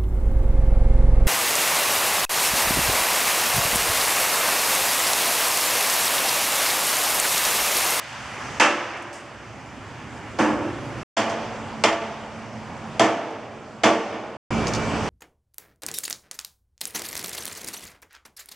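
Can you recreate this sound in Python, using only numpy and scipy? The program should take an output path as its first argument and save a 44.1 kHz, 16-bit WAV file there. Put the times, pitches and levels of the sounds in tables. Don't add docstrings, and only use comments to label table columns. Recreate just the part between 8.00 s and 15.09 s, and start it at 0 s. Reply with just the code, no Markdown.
import sys
import numpy as np
from scipy import signal
from scipy.io import wavfile
from scipy.ndimage import uniform_filter1d

SR = 44100
rng = np.random.default_rng(int(sys.argv[2]) if len(sys.argv) > 2 else 0)


def master_out(mix):
    frames = np.transpose(np.atleast_2d(mix))
    ceiling = np.clip(frames, -1, 1)
    pcm = np.round(ceiling * 32767).astype(np.int16)
    wavfile.write(sys.argv[1], SR, pcm)


N = 312669
TIME = np.arange(N) / SR
AGE = np.arange(2 * SR) / SR

# (time [s], panel [index], relative level [dB], bass [dB], treble [dB], first impact [dB],
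# build-up [s], ring t60 [s], facade wash [dB], facade echo delay [s], facade echo level [dB])
BLOWS = [(0.5985, 0, 2, -5, 5.5, -3.5, 0.009, 0.43, -12.5, 0.34, -26),
         (2.3872, 0, -7, 5, -4, -9, 0.0041, 0.65, -13, 0.22, -17.5),
         (3.1680, 1, -15, -1.5, 1, -11, 0.0049, 0.38, -7.5, 0.13, -9.5),
         (3.838, 1, -8, -4.5, 3, 4, 0.0013, 0.32, -14, 0.18, -19.5),
         (4.9953, 1, -2.5, 1, -1, 0, 0.0035, 0.46, -12.5, 0.175, -20),
         (5.835, 1, 0, 0, 0, -4, 0.0018, 0.41, -12, 0.29, -20.5)]
# (frequency [Hz], relative density [dB per Hz])
PANEL_COLOUR = [
    [(25, -63), (65, -41), (120, -21.5), (165, -10), (220, -7), (330, 1.5), (420, -5), (850, 0.5),
     (1250, -2), (2000, -6), (3000, -9.5), (4000, -17.5), (6000, -15.5), (9000, -25.5), (15000, -51)],
    [(25, -51), (65, -38), (120, -15), (165, -16), (230, -9), (400, -7.5), (680, -1.5), (1050, -7),
     (1700, -11.5), (3350, -14.5), (4100, -21), (5200, -17.5), (7200, -25.5), (10000, -35), (15000, -56)],
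]
# (frequency [Hz], relative level [dB], t60 [s])
PANEL_MODES = [
    [(209.6, -15.5, 0.59), (224, -18.5, 0.74), (305, -12.5, 0.93), (342.4, -7, 0.83), (344.6, -11, 0.97),
     (510, -11.5, 0.85), (580.6, -17, 1.66), (734, -23, 0.75), (811, -10.5, 0.32), (884, -10.5, 0.67),
     (1095, -21.5, 0.4), (1177, -16.5, .6), (1305, -16.5, 0.72), (1726, -14.5, 0.36), (2440, -19.5, .4),
     (2680, -19, 0.44), (3140, -28, 0.3)],
    [(119, -17.5, 0.25), (204, -16.5, 0.94), (232, -12.5, 0.4), (294, -16.5, 0.9), (323.6, -12.5, 0.64),
     (382, -23, 1), (448, -14.5, 1), (534, -15.5, 0.24), (583, -18.5, 0.9), (666, -2.5, 0.29),
     (678.6, -11, .6), (775, -26, 0.17), (884, -17.5, 1), (1016, -11, 0.3), (1148, -17.5, 0.81),
     (1343, -20.5, 0.21), (1784, -19.5, 0.49), (2080, -25, .35), (2870, -29.5, 0.44), (3166, -11.5, 0.17),
     (3450, -13.5, 0.17), (7150, -24.5, 0.27)],
]
# (frequency [Hz], ratio [1])
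RING_SHARE = [(100, .9), (250, 1.54), (700, 1.15), (2000, 1.06), (5000, 0.72), (12000, 0.675)]
# (frequency [Hz], t60 [s])
SITE_T60_S = [(100, 0.47), (300, 2.32), (800, 1.7), (2500, 1.38), (5000, 1.13), (12000, 0.26)]
# (delay [s], level [dB])
WALL_ECHOES = [(.022, -14.5), (.046, -11.5), (.09, -17)]
# (time [s], level [dB], centre [Hz], t60 [s])
CLINKS = [(0.406, -31.5, 1190, 0.44), (0.970, -38.5, 6550, 0.086), (1.021, -34.5, 7500, 0.067),
          (1.129, -32.5, 6450, 0.43), (3.295, -38.5, 5200, 0.22), (5.309, -46, 8600, .03),
          (6.67, -19.5, 4800, 0.017), (6.679, -28.5, 5300, 0.096), (6.736, -24, 4650, 0.048),
          (6.748, -27, 4700, 0.13)]
# (start [s], end [s])
STRETCHES = [(-1, 3.033), (3.166, 6.370), (6.505, 8)]
# (frequency [Hz], relative density [dB per Hz])
ROAR_SPECTRA = [
    [(25, -19.5), (48, -17), (64, -11), (115, 3.5), (185, -8.5), (240, -1), (420, -11), (750, -9),
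     (1300, -12.5), (2800, -19.5), (4000, -26), (6500, -29.5), (10000, -39), (15000, -53)],
    [(25, -17.5), (48, -14), (70, -15.5), (115, 0), (170, -7.5), (225, -4), (290, -11), (800, -8),
     (1300, -13), (2900, -20.5), (4000, -24.5), (6800, -30.5), (10000, -40.5), (15000, -59.5)],
    [(25, -9), (45, -15), (65, -0.5), (100, 2.5), (220, -1), (400, -3.5), (650, -4.5), (1200, -8),
     (1800, -14.5), (2500, -15.5), (4000, -22), (5500, -23.5), (7700, -31.5), (10000, -37), (15000, -57)],
]
ROAR_DB = [-28, -36, -25]
# (frequency [Hz], level [dB rms])
HUMS = [
    [(65, -46), (110, -44.5), (132, -41)],
    [(113, -51.5), (221, -45)],
    [(64.6, -42), (113, -38.5), (161.5, -40), (220.7, -31), (290.7, -38.5), (436, -44), (570.6, -42)],
]
# (frequency [Hz], correlation [1])
BLOW_LIKENESS = [(100, 0.84), (1000, .98), (2800, 0.91), (5500, 0.59), (9000, 0.32), (14000, 0.38)]
# (frequency [Hz], correlation [1])
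ROAR_LIKENESS = [(30, 0.85), (100, 0.92), (400, 0.96), (1300, 0.95), (2800, 0.84), (5500, 0.75),
                 (9000, 0.099), (14000, 0.12)]
# (frequency [Hz], width [Hz], gain [dB])
MIC_COLOUR = [(3934, 1100, -7), (6850, 400, 1.5), (11300, 4400, -6.5)]
# (frequency [Hz], left over right [dB])
MACHINE_SIDE = [(50, -3.4), (130, -2.7), (450, -2.1), (1300, -1.2), (8000, -.8)]
# (time [s], rumble level [dB])
LOAD = [(0, -20.5), (0.45, -10), (2.0, -1.5), (3.0, 0), (4.8, 2), (5.5, 1), (6.3, 2), (6.55, 0.5),
        (7.09, -2.5)]
# (frequency [Hz], share of the dB swing [1])
LOAD_SHARE = [(280, 1.0), (750, 0.45), (2500, 0.03)]
# (start [s], length [s], first pitch [Hz], last pitch [Hz], level [dB rms], pitch wander [ratio])
SQUEALS = [(1.648, 0.12, 7270, 7120, -53, 0.008), (6.51, 0.48, 2318, 2320, -41.5, 0.00055),
           (6.507, 0.16, 7030, 7200, -56, 0.008), (6.853, 0.3, 7800, 8300, -55, 0.01)]

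EDGES_HZ = np.geomspace(22, 17000, 28)
CENTRES_HZ = np.sqrt(EDGES_HZ[1:] * EDGES_HZ[:-1])
BANK = [signal.butter(2, edge, "band", fs=SR, output="sos") for edge in zip(EDGES_HZ, EDGES_HZ[1:])]

BASS_HZ, MIDDLE_HZ, TREBLE_HZ = 300, 750, 2500
MODES_DB, CRACK_DB = 0.5, -4
SQUEAL_ATTACK_S, SQUEAL_RELEASE_S = 0.013, 0.08
LIMIT_DB, DETECT_S, AHEAD_S, RECOVER_DB_PER_S = -11, 0.0083, 0.0063, 3
CUTOFF_HZ = 15400


def from_db(db):
    return 10 ** (np.asarray(db) / 20)


def rms_one(x):
    return x / np.sqrt(np.mean(x ** 2) + 1e-20)


def at_hz(points, hz):
    table = np.array(points)
    return np.interp(np.log(hz), np.log(table[:, 0]), table[:, 1])


def fade(t60_s):
    return np.exp(-np.log(1000) * AGE / t60_s)


def swell(rise_s):
    return 1 - np.exp(-AGE / max(rise_s, 1e-4))


def add(out, start_s, sound):
    at = round(start_s * SR)
    out[:, at:at + sound.shape[-1]] += sound[..., :N - at]


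def drift(rate_hz):
    knots = rng.standard_normal(int(rate_hz * N / SR) + 2)
    return np.interp(TIME * rate_hz, np.arange(len(knots)), knots)


def pan(left_db):
    return from_db(np.array([[left_db], [-left_db]]) / 2)


def gate(start_s, end_s):
    return np.clip(np.minimum(TIME - start_s, end_s - TIME) / 0.002, 0, 1)


def noise_bands(spectrum, likeness, size):
    white = rng.standard_normal((2, 2, size + SR // 5))
    bands = []
    for k, (hz, sos) in enumerate(zip(CENTRES_HZ, BANK)):
        mid, side = signal.sosfilt(sos, white[k % 2])[:, -size:]
        alike = np.clip(at_hz(likeness, hz), 0, 1)
        stereo = np.sqrt(1 + alike) * mid + np.sqrt(1 - alike) * side * [[1], [-1]]
        bands.append(from_db(at_hz(spectrum, hz)) * stereo)
    return np.array(bands) / np.std(sum(bands))


def burst(hz, t60_s, spread=1.5, side_share=0.28):
    edges_hz = [hz / max(spread, 1.1), min(hz * spread, SR / 2 - 100)]
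    sos = signal.butter(2, edges_hz, "band", fs=SR, output="sos")
    mid, side = signal.sosfilt(sos, rng.standard_normal((2, len(AGE))))
    return rms_one(mid + side_share * side * [[1], [-1]]) * fade(t60_s)


def machinery(flutter_db=1.3, waver_db=4.0, wander=0.0058):
    load_s, load_db = np.transpose(LOAD)
    rumble_db = np.interp(TIME, load_s, load_db)
    gains = []
    for hz in CENTRES_HZ:
        band_db = at_hz(LOAD_SHARE, hz) * rumble_db + flutter_db * drift(18)
        gains.append(from_db(band_db) * pan(at_hz(MACHINE_SIDE, hz)))
    out = np.zeros((2, N))
    for stretch, spectrum, level_db, hums in zip(STRETCHES, ROAR_SPECTRA, ROAR_DB, HUMS):
        on = np.flatnonzero(gate(*stretch))
        bands = noise_bands(spectrum, ROAR_LIKENESS, len(on))
        out[:, on] += from_db(level_db) * sum(band * gain[:, on] for band, gain in zip(bands, gains))
        for hz, hum_db in hums:
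            phase = 2 * np.pi * np.cumsum(hz * (1 + wander * drift(12)[on])) / SR
            size = np.sqrt(2) * from_db(hum_db + rumble_db + waver_db * drift(14))[on]
            out[:, on] += size * np.sin(phase) * pan(at_hz(MACHINE_SIDE, hz))
    return out


def squeals(waver_db=1):
    out = np.zeros(N)
    for start_s, length_s, first_hz, last_hz, level_db, wander in SQUEALS:
        end_s = start_s + length_s
        path_hz = np.interp(TIME, [start_s, end_s], [first_hz, last_hz])
        hz = path_hz * (1 + wander * drift(200))
        rise = (TIME - start_s) / SQUEAL_ATTACK_S
        fall = (end_s - TIME) / SQUEAL_RELEASE_S
        envelope = np.clip(np.minimum(rise, fall), 0, 1)
        size = np.sqrt(2) * envelope * from_db(level_db + waver_db * drift(40))
        out += size * np.sin(2 * np.pi * np.cumsum(hz) / SR)
    return out


def clinks():
    out = np.zeros((2, N))
    for start_s, level_db, hz, t60_s in CLINKS:
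        add(out, start_s, from_db(level_db) * burst(hz, t60_s, spread=1.39, side_share=0.28))
    return out


def blow(panel, contact, impact_db, build_s, t60_s, wash_db,
         impact_t60_s=0.021, twin_share=0.64, twin_split=0.013):
    def spreading(hz):
        return swell(build_s + 4.1 / hz)

    ring, wash = 0, 0
    for hz, band in zip(CENTRES_HZ, noise_bands(PANEL_COLOUR[panel], BLOW_LIKENESS, len(AGE))):
        band = band * from_db(at_hz(contact, hz))
        impact = from_db(impact_db) * swell(0.73 / hz) * fade(impact_t60_s)
        sustain = from_db(-1.5) * spreading(hz) * fade(t60_s * at_hz(RING_SHARE, hz))
        ring = ring + band * (impact + sustain)
        wash = wash + band[:, ::-1] * swell(0.17) * fade(at_hz(SITE_T60_S, hz))
    for hz, mode_db, mode_t60_s in PANEL_MODES[panel]:
        detune = 1 + 0.0028 * rng.standard_normal()
        phase = 2 * np.pi * (hz * AGE * detune + rng.random())
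        twin_phase = phase * (1 + twin_split * rng.standard_normal())
        pair = np.sin(phase) + twin_share * np.sin(twin_phase)
        gain = from_db(MODES_DB + mode_db + at_hz(contact, hz)) / np.hypot(1, twin_share)
        ring = ring + gain * pair * spreading(2 * hz) * fade(mode_t60_s)
    crack = from_db(impact_db + CRACK_DB) * burst(4000, t60_s=0.021, spread=1.2)
    return ring + from_db(wash_db) * wash + crack


def hammer():
    out = np.zeros((2, N))
    facade = signal.butter(2, 2800, fs=SR, output="sos")
    wall = signal.butter(1, 6000, fs=SR, output="sos")
    for start_s, panel, level_db, bass_db, treble_db, *stroke, echo_s, echo_db in BLOWS:
        contact = [(BASS_HZ, bass_db), (MIDDLE_HZ, 0), (TREBLE_HZ, treble_db)]
        sound = from_db(level_db) * blow(int(round(panel)), contact, *stroke)
        add(out, start_s, sound)
        add(out, start_s + echo_s, from_db(echo_db) * signal.sosfilt(facade, sound))
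    dull = signal.sosfilt(wall, out)
    for delay_s, echo_db in WALL_ECHOES:
        add(out, delay_s, from_db(echo_db) * dull)
    return out


def scene():
    return (hammer() + clinks() + squeals()) * pan(left_db=-1.2) + machinery()


def gain_control(x):
    power = uniform_filter1d(np.mean(x ** 2, axis=0), max(int(DETECT_S * SR), 1))
    excess_db = np.maximum(10 * np.log10(np.maximum(power, 1e-12)) - LIMIT_DB, 0)
    recovery_db = RECOVER_DB_PER_S * TIME
    cut_db = np.maximum.accumulate(excess_db + recovery_db) - recovery_db
    return x * from_db(-np.interp(TIME + AHEAD_S, TIME, cut_db))


def record(dry, rolloff_hz=11500):
    for hz, width_hz, peak_db in MIC_COLOUR:
        resonance = signal.lfilter(*signal.iirpeak(hz, hz / width_hz, fs=SR), dry)
        dry = dry + (from_db(peak_db) - 1) * resonance
    levelled = sum(gain_control(dry * gate(*stretch)) for stretch in STRETCHES)
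    ceiling = 1.1
    rounded = ceiling * np.tanh(levelled / ceiling)
    heard = signal.sosfilt(signal.butter(2, rolloff_hz, fs=SR, output="sos"), rounded)
    return signal.sosfilt(signal.ellip(10, 0.1, 80, CUTOFF_HZ, fs=SR, output="sos"), heard)


dry = scene()
out = record(dry)
master_out(out)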